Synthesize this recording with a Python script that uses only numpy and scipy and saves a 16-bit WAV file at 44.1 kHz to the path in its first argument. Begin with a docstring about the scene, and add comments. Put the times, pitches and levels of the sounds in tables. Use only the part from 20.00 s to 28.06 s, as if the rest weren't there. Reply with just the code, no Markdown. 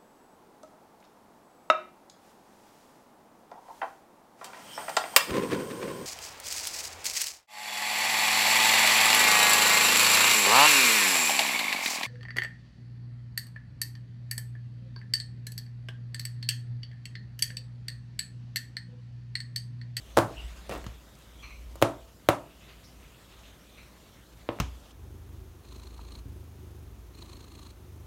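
"""A small room with a wooden door, one microphone. A cat paws and butts at the door, which knocks and
chatters in its frame; paws and fur swish over the floor, and a lifted mat scuffs and flops back down.
Then the cat lies close to the microphone and purrs while it is stroked: pulses from its larynx thump
the chest and rasp the throat, breathing out and in. Room air and a low hum lie underneath."""
import sys
import numpy as np
from scipy import signal
from scipy.fft import rfft, irfft, next_fast_len
from scipy.io import wavfile
from scipy.ndimage import uniform_filter1d, map_coordinates

SR = 44100
rng = np.random.default_rng(int(sys.argv[2]) if len(sys.argv) > 2 else 0)


def inscribe(sig):
    """Save sig as 16-bit PCM at rate SR to the path in sys.argv[1].

    A 1-D sig is mono; a 2-D sig holds one channel per row.
    Samples are clipped to [-1, 1] before scaling.
    """
    pcm = np.round(np.clip(np.atleast_2d(sig).T, -1, 1) * 32767)
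    wavfile.write(sys.argv[1], SR, pcm.astype(np.int16))


N = 355446
CLOSE_UP_S = 4.92  # from here on the microphone is beside the purring cat

# The door meets its frame; the soft, low row at 0.183 s is the cat's head pushing the door. Each row: # start
# in seconds, relative level in dB, contact hardness as a cutoff in Hz, body pitch in Hz, # edge boost at 2-3
# kHz in dB, relative click level in dB.
KNOCKS = [(.1690, -13, 9000, 660, 0, 1), (0.1727, -.5, 15000, 800, -1.5, -4),
          (0.1814, -6.5, 11140, 596, -1, -11), (.1830, -18, 192, 550, 0, -20),
          (0.1875, -4.5, 13000, 600, 2.5, -5), (0.6939, -24, 12000, 595, -5, 9),
          (.7380, -22.5, 6000, 604, -7, 2), (.7510, -25.5, 7000, 590, 2, -3),
          (.7770, -29.5, 9000, 556, -8, 6), (.8420, -31.5, 8000, 910, 16, 7),
          (1.7557, -34, 14000, 594, 3, 13.5), (1.8167, -14, 9000, 665, -9, 5),
          (1.8243, 0, 11700, 578, 4, 2), (2.2879, 0, 12100, 594, 5, 1.5), (2.3009, -19, 11100, 700, -1, 1),
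          (4.4892, -12.5, 4150, 517, 3, -24), (4.5871, -28.5, 2500, 700, 15, -4)]
# One blow as the panel radiates it, at a body pitch of BLOW_BODY_HZ. Each row: frequency in Hz, gain in dB.
BLOW_TONE = [(30, -58), (70, -25), (115, -3), (200, -13), (320, 0), (430, -7), (580, 1), (790, -7),
             (1130, -9.5), (1700, -22), (3700, -24.5), (4700, -29.5), (6800, -31), (15000, -38.5)]
BLOW_BODY_HZ = 580
# Modes of the door panel and the floor. Each row: frequency in Hz, relative level in dB, t60 in seconds.
DOOR_MODES = [(115.6, 4.5, 0.23), (285, -1.5, 0.38), (324, -7.5, 0.39), (343, 13, 0.14), (497, -22, 0.16),
              (559.6, 10, 0.14), (582, -1.5, 0.33), (663, -8.5, 0.55), (786, 0, 0.087), (915, -22, 0.67),
              (954, -14, 0.36), (1018, -33, 0.71), (1086, -2.5, 0.27), (1220, -23.5, 0.19),
              (1295, -2.5, 0.22), (1375, -47, 0.21)]
FLOOR_MODES = [(61.1, -3.5, 0.61), (85, -9, 0.36), (110.5, 4.5, 0.14), (162, 5.5, 0.059),
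               (196, -8.5, 0.032), (274.4, -11.5, 0.27), (348, -27, .15)]

# The purring breaths. Each row: start and end in seconds, first and last pulse rate in Hz,
# direction (0 out, 1 in), relative strength in dB.
BREATHS = [(4.955, 5.61, 26.9, 26.9, 0, 0), (5.651, 6.21, 26.8, 28.7, 1, -1),
           (6.245, 7.12, 26.4, 24.8, 0, .5), (7.153, 7.725, 27.7, 26.4, 1, 1),
           (7.765, 8.5, 25.6, 25.4, 0, -.5)]
# Effort over a breath, out then in. Each row: attack and release in seconds, depth of both in dB,
# mid-breath slackening in dB.
BREATH_EFFORT = [(0.058, 0.28, 8.5, 0), (0.061, 0.043, 3.5, 2.5)]
# The chest's resonances. Each row: frequency in Hz, width in Hz, relative level in dB.
CHEST_MODES = [(79.7, 12, 6.5), (108.6, 12.5, 2.5), (121, 12, -1), (153.5, 28, -14), (174, 28, -23),
               (242, 25, -21.5), (288, 15, -18.5), (366, 28, -12)]
# Close up: the throat, the nostrils and the in-breath's rasp. 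Each row: frequency in Hz, gain in dB.
THROAT_TONE = [(120, -17), (200, -1.5), (290, -5.5), (380, -0.5), (470, -19), (700, -17.5), (1200, -24.5),
               (2500, -30.5)]
NOSTRIL_TONE = [(3000, -52), (3700, -20), (3950, -8), (4320, -5.5), (4600, -27), (5500, -43)]
RASP_TONE = [(300, 13.5), (700, -7), (950, 5), (1170, 9.5), (1500, -10), (2100, -4.5), (2500, 0.5),
             (2950, 0), (3400, -1), (4800, -8), (5700, -8), (6450, 0), (7600, -7.5), (9200, -5.5),
             (12000, -36)]

# Soft, heavy bumps of mat and cat. Each row: start in seconds, relative thump, slap and crack in dB.
FLOPS = [(.8650, -38.5, -37, -58), (4.6007, -23.5, -21.5, -28.5), (6.257, -40.5, -72, -90)]
# The mat's edge drags along the door. Each row: start in seconds, level in dB.
SCUFFS = [(.692, -38.5), (.865, -62)]
# Colours of the mat's slap, its scuff and fur on the floor. Each row: frequency in Hz, gain in dB.
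SLAP_TONE = [(60, -22), (130, 11), (290, 7.5), (450, -2.5), (750, -0.5), (1100, 2.5), (1900, -7.5),
             (2300, -2.5), (3000, -4), (4900, -12), (6700, -10), (9000, -24), (16000, -29)]
SCUFF_TONE = [(60, -20), (130, 1), (330, 0.5), (600, 0), (1200, -13), (2500, -12), (5000, -25),
              (8000, -27.5), (15000, -35)]
RUB_TONE = [(200, -10), (600, 4.5), (1200, 2.5), (2400, 1.5), (3600, 2), (4800, -3.5), (6500, -4),
            (9000, -10), (16000, -25)]
# Rubbing, hardest while the cat digs at the mat. Each row: time in seconds, relative level in dB.
RUB_LEVEL = [(.08, -56), (.35, -52), (.87, -54.5), (1.05, -58), (1.45, -57), (2.25, -61), (2.6, -58),
             (3.5, -57), (4.3, -59), (4.75, -57)]
# The clearest swishes of paws and fur; narrow ones squeak. Each row: start in seconds,
# relative level in dB, rough centre in Hz, width in Hz, gain of the side resonances in dB.
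SWISHES = [(0.357, -44.5, 2910, 650, -28), (1.382, -56, 3340, 600, -12), (1.421, -45, 2450, 960, 1),
           (1.49, -51, 2400, 650, -3), (2.49, -61, 2750, 1300, -15), (2.601, -58.5, 2680, 2000, -15),
           (2.674, -52.5, 2600, 2600, -3), (2.83, -57.5, 5400, 2500, -15), (3.015, -57.5, 2540, 2500, -13),
           (3.3, -59, 3000, 2500, -12), (3.421, -56.5, 3230, 2800, -15), (3.765, -51.5, 2440, 1290, -3)]
# A swish's side resonances. Each row: multiple of its centre, relative level in dB.
SIDE_PEAKS = [(.47, -6.5), (1.7, -5.5), (2.45, -12)]
# Claws, mouth and nose. Each row: start in seconds, level in dB, rough centre in Hz, width in Hz.
TICKS = [(1.152, -54, 7000, 8000), (1.187, -55, 7000, 11000), (1.2215, -54, 5500, 10000),
         (4.908, -52, 3300, 1290), (5.992, -45, 1030, 900), (6.152, -43.5, 4170, 1000),
         (7.223, -42, 4250, 1000)]

# Room air by the door and by the cat, and the room's echo. 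Each row: frequency in Hz, gain in dB.
AIR_BY_DOOR = [(15, -23), (25, -26), (66, -7), (108, -4), (195, -7), (489, -15), (607, -14.5), (775, -23.5),
               (1290, -22), (1940, -44), (3820, -37), (7110, -32.5), (10400, -33), (12500, -29.5),
               (16000, -36)]
AIR_BY_CAT = [(15, -46), (25, -7), (53, -5), (72, -6), (170, -11), (373, -10.5), (607, -18.5),
              (1130, -20.5), (2110, -27.5), (3720, -28.5), (4870, -33), (6380, -29.5), (7710, -36),
              (12900, -32.5), (16000, -37)]
ECHO_TONE = [(60, -5), (200, -4), (500, -5), (1200, 2.5), (3000, -2), (8000, -0.5), (15000, 0.5)]
# How long the room rings. Each row: frequency in Hz, t60 in seconds.
ECHO_T60 = [(100, 0.42), (300, 0.38), (900, 0.31), (3000, 0.2), (8000, 0.27), (15000, 0.25)]
# The low hum swells and sinks. Each row: time in seconds, relative level in dB.
HUM_LEVEL = [(0, -50.5), (.3, -55.5), (.45, -43), (.9, -46), (1.15, -59), (1.7, -47), (2.0, -53.5),
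             (3.9, -57.5), (4.55, -51), (5.8, -52), (6.0, -45), (6.35, -48), (6.5, -52), (8.06, -51)]


def door(blow_db=-3.5, ring_db=-33, click_t60=0.0085, lag_s=0.000886, room_db=-5.5, edge_hz=2400,
         rebound_s=0.0042):
    """Each contact with the frame, or push of the cat's head, sends a bending wave through the panel, rings it
    and stirs the room."""
    out, t = np.zeros(N), clock(SR // 2)
    hz = np.fft.rfftfreq(len(t), 1 / SR)
    # bending waves are dispersive: the treble arrives first, 1 kHz comes lag_s later
    bend = np.exp(-4j * np.pi * lag_s * np.sqrt(1000 * hz))
    edge = np.exp(-2 * np.log2((hz + 1) / edge_hz) ** 2)
    # the door rebounds once after every knock, weaker and brighter
    rebounds = [(s + rebound_s, db - 14.5, hard_hz, body_hz, edge_db + 9.5, click_db + 11.5)
                for s, db, hard_hz, body_hz, edge_db, click_db in KNOCKS]
    for s, db, hard_hz, body_hz, edge_db, click_db in KNOCKS + rebounds:
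        colour = amp(along(BLOW_TONE, hz * BLOW_BODY_HZ / body_hz) + edge_db * edge)
        softening = np.sqrt(1 + (hz / hard_hz) ** 12)
        wave = irfft(causal(colour / softening) * bend)
        wave *= amp(blow_db) / np.abs(wave).max()
        click = amp(click_db - 22 - 60 * t / click_t60) * rng.standard_normal(len(t))
        echo = amp(room_db) * room(wave)
        panel = amp(ring_db) * ring(DOOR_MODES, scatter_db=1.5)
        add(out, s, amp(db) * (wave + click + echo + panel))
    return out


def purr(chest_out_db=-47, chest_in_db=-56, throat_out_db=-61, throat_in_db=-60.5, throat_decay_s=0.04):
    """Close up, each pulse thumps the chest and rasps the throat; in-breaths also puff through the nose."""
    outward, inward = larynx()
    pulses = outward + inward
    push, pull = effort()
    close = clock(N) > CLOSE_UP_S
    chest = filtered(pulses, chest_response)
    bursts = signal.fftconvolve(pulses, np.exp(-clock(SR // 10) / throat_decay_s))[:N]
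    throat = noise(THROAT_TONE) * bursts
    out = pull * nose(inward)
    for part, out_db, in_db in (chest, chest_out_db, chest_in_db), (throat, throat_out_db, throat_in_db):
        gain = amp(out_db) * push + amp(in_db) * pull
        out[close] += gain[close] * unit(part[close])
    return out


def larynx(jitter_s=0.0007, scatter_db=1.2):
    """The vocal folds open in slightly uneven pulses: one track breathing out, one breathing in."""
    pulses = np.zeros((2, N))
    for start, end, first_hz, last_hz, inward, _ in BREATHS:
        t = np.arange(start, min(end, N / SR), 1 / SR)
        cycle = np.floor(np.cumsum(np.linspace(first_hz, last_hz, len(t))) / SR)
        times = t[np.diff(cycle, prepend=-1) > 0]
        timing, strength = rng.standard_normal((len(times), 2)).T
        at = np.clip((times + jitter_s * timing) * SR, 0, N - 1).astype(int)
        pulses[int(inward), at] = amp(scatter_db * strength)
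    return pulses


def effort(slack_at=0.52, slack_width=0.098):
    """Gain of the out-breaths and of the in-breaths: each swells, holds or slackens midway, and fades."""
    gain, t = np.zeros((2, N)), clock(N)
    for start, end, _, _, inward, db in BREATHS:
        attack_s, release_s, depth_db, slack_db = BREATH_EFFORT[int(inward)]
        ends = np.maximum(1 - (t - start) / attack_s, 0) + np.maximum(1 - (end - t) / release_s, 0)
        progress = (t - start) / (end - start)
        slack = np.exp(-((progress - slack_at) / slack_width) ** 2)
        gain[int(inward)] += amp(db - depth_db * ends - slack_db * slack)
    return gain


def chest_response(hz, low_hz=45, high_hz=550):
    """The chest resonates in a few low modes of alternating sign."""
    modes = sum((-1) ** k * amp(db) * 1j * hz * width / (centre ** 2 - hz ** 2 + 1j * hz * width)
                for k, (centre, width, db) in enumerate(CHEST_MODES))
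    return modes / (1 + (hz / high_hz) ** 4) * hz ** 4 / (hz ** 4 + low_hz ** 4)


def nose(pulses, nostril_db=-63.5, rasp_db=-58, puff_s=0.0037, lead_s=0.013, leak=0.11, flutter_db=0.2):
    """Each pulse draws a hissing, rasping puff of air through the nostrils."""
    t = clock(SR // 10)
    t -= t.mean()
    # the folds leak a weaker puff just before they open fully
    early = 0.4 * np.exp(-((t + lead_s) / puff_s) ** 2 / 2)
    puff = np.exp(-(t / puff_s) ** 2 / 2) + early + leak * np.hanning(len(t))
    flow = 2 * signal.fftconvolve(pulses, puff, "same") * amp(flutter_db * wobble(90))
    return flow * (amp(nostril_db) * noise(NOSTRIL_TONE) + amp(rasp_db) * noise(RASP_TONE))


def mat(slap_t60=0.026, tail_db=-14, tail_t60=0.28, crack_t60=0.011, grain_db=4.0, room_db=-2.5):
    """The mat scrapes in jerks and lands with a slap, its dying echo and a low thump of the floor; a softer
    bump of the same kind sounds when the stroking hand bumps the cat."""
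    out, t = np.zeros(N), clock(SR // 2)
    for s, thump_db, slap_db, crack_db in FLOPS:
        fade = amp(-60 * t / slap_t60) + amp(tail_db - 60 * t / tail_t60)
        crack = amp(crack_db - 60 * t / crack_t60) * rng.standard_normal(len(t))
        slap = amp(slap_db) * fade * noise(SLAP_TONE, count=len(t))
        thump = amp(thump_db - 2) * ring(FLOOR_MODES, scatter_db=4.0)
        add(out, s, crack + slap + thump)
    drag = sum(amp(db) * envelope(clock(N) - s, rise_s=0.0065, hold_s=0.054, t60=0.088)
               for s, db in SCUFFS)
    scuff = drag * unit(noise(SCUFF_TONE) * amp(grain_db * wobble(250)))
    return out + scuff + amp(room_db) * room(scuff)


def paws(grain_db=1.0, faint_count=12, faint_db=-67.5, faint_hz=3340, faint_width_hz=670,
         faint_side_db=-6, spread_octaves=0.65):
    """Paws and fur rub the floor by the door, with clear swishes and faint ones scattered between."""
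    rub = amp(curve(RUB_LEVEL) - 3 + grain_db * wobble(60))
    out = rub * patchy(noise(RUB_TONE), depth_db=2.5) * (clock(N) < CLOSE_UP_S)
    times = (np.arange(faint_count) + rng.random(faint_count)) * CLOSE_UP_S / (faint_count + 1)
    centres = faint_hz * 2 ** (spread_octaves * rng.standard_normal(faint_count))
    faint = [(s, faint_db, hz, faint_width_hz, faint_side_db) for s, hz in zip(times, centres)]
    shape = envelope(clock(SR // 2), rise_s=0.018, hold_s=0, t60=0.4)
    for s, db, centre_hz, width_hz, side_db in SWISHES + faint:
        add(out, s, amp(db - 1) * shape * band(centre_hz, width_hz, side_db))
    return out


def ticks():
    """Claws, mouth and nose make tiny, quickly damped clicks."""
    out = np.zeros(N)
    shape = envelope(clock(SR // 2), rise_s=0.00093, hold_s=0, t60=0.021)
    for s, db, centre_hz, width_hz in TICKS:
        add(out, s, amp(db) * shape * band(centre_hz, width_hz))
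    return out


def room(x, build_s=0.0043):
    """The room's diffuse echo, which builds up at the microphone over a few milliseconds."""
    hz, t, spectra = signal.stft(rng.standard_normal(SR // 2), SR, nperseg=256)
    decay = amp(along(ECHO_TONE, hz)[:, None] - 60 * t / along(ECHO_T60, hz)[:, None])
    tail = signal.istft(spectra * decay, SR, nperseg=256)[1]
    tail *= 1 - np.exp(-(clock(len(tail)) / build_s) ** 2)
    return signal.fftconvolve(x, tail / np.linalg.norm(tail))[:len(x)]


def room_tone(air_db=-57, hum_db=-2, drone_db=-8, hum_hz=57.9, waver_db=3.0):
    """The air at each of the two microphone positions, and a wavering low hum."""
    t = clock(N)
    air = amp(air_db) * np.where(t < CLOSE_UP_S, noise(AIR_BY_DOOR), noise(AIR_BY_CAT))
    hum = np.sqrt(2) * np.sin(2 * np.pi * hum_hz * t + .5 * wobble(2.7))
    drone = noise([(20, -38), (34, -16), (44, 6), (55, -10.5), (68, -7.5), (120, -22), (400, -81)])
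    swell = amp(curve(HUM_LEVEL) + waver_db * wobble(7))
    return air + swell * (amp(hum_db) * hum + amp(drone_db) * drone)


def amp(db):
    """Decibels to gain."""
    return 10 ** (np.asarray(db) / 20)


def unit(x):
    """Scale to rms 1."""
    return x / np.sqrt(np.mean(x ** 2) + 1e-20)


def clock(count):
    """Sample times in seconds."""
    return np.arange(count) / SR


def along(points, hz):
    """Interpolate (Hz, value) points on a log frequency axis."""
    knots_hz, values = np.transpose(points)
    return np.interp(np.log(hz + 1), np.log(knots_hz + 1), values)


def curve(points):
    """Interpolate (seconds, value) points at every sample."""
    return np.interp(clock(N), *np.transpose(points))


def wobble(rate):
    """A smooth random curve, rate knots a second."""
    return map_coordinates(rng.standard_normal(N // 100), [clock(N) * rate], mode="wrap")


def envelope(t, rise_s, hold_s, t60):
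    """Rise, hold, then an even decay in dB."""
    return np.clip(t / rise_s, 0, 1) * amp(-60 * np.maximum(t - rise_s - hold_s, 0) / t60)


def filtered(x, response):
    """Filter x by a function of frequency."""
    size = next_fast_len(len(x) + SR // 2)
    return irfft(rfft(x, size) * response(np.fft.rfftfreq(size, 1 / SR)), size)[:len(x)]


def causal(gain):
    """Minimum-phase spectrum with the given gain."""
    cepstrum = irfft(np.log(np.maximum(gain, 1e-6)))
    half = len(cepstrum) // 2
    cepstrum[1:half] *= 2
    cepstrum[half + 1:] = 0
    return np.exp(rfft(cepstrum))


def noise(tone, count=N):
    """Noise of rms 1, coloured by (Hz, dB) points."""
    return unit(filtered(rng.standard_normal(count), lambda hz: amp(along(tone, hz))))


def band(centre_hz, width_hz, side_db=-120):
    """A short noise of rms 1 in one resonance, with weaker ones beside it."""
    peak = lambda hz, k: 1 / (1 + ((hz - k * centre_hz) / width_hz * 2) ** 2) ** 2
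    gain = lambda hz: peak(hz, 0.98) + sum(amp(db + side_db) * peak(hz, k) ** 2 for k, db in SIDE_PEAKS)
    return unit(filtered(rng.standard_normal(SR // 2), gain))


def patchy(x, depth_db):
    """Give a noise drifting patches of colour."""
    spectra = signal.stft(x, nperseg=512)[2]
    patches = uniform_filter1d(rng.standard_normal(spectra.shape), size=8, axis=0)
    patches = uniform_filter1d(patches, size=12, axis=1)
    return signal.istft(spectra * amp(depth_db * unit(patches)), nperseg=512)[1][:len(x)]


def ring(modes, scatter_db):
    """Damped modes, struck at slightly new strengths each time."""
    t = clock(SR // 2)
    return sum(amp(db + scatter_db * rng.standard_normal() - 60 * t / t60) * np.sin(2 * np.pi * hz * t)
               for hz, db, t60 in modes)


def add(track, s, sound):
    """Mix a sound in at s seconds."""
    part = track[max(round(s * SR), 0):][:len(sound)]
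    part += sound[:len(part)]


def scene():
    """All sources at one microphone: first by the door, then close to the cat."""
    return (door() + mat() + paws() + ticks() + purr() + room_tone())[None]


def record(dry, low_hz=40, top_hz=16150):
    """The microphone sheds the lowest bass and the very top of the treble."""
    bass_cut = filtered(dry[0], lambda hz: causal(hz ** 5 / np.sqrt(hz ** 10 + low_hz ** 10)))
    return filtered(bass_cut, lambda hz: 1 / (1 + (hz / top_hz) ** 120))[None]


dry = scene()
out = record(dry)
inscribe(out)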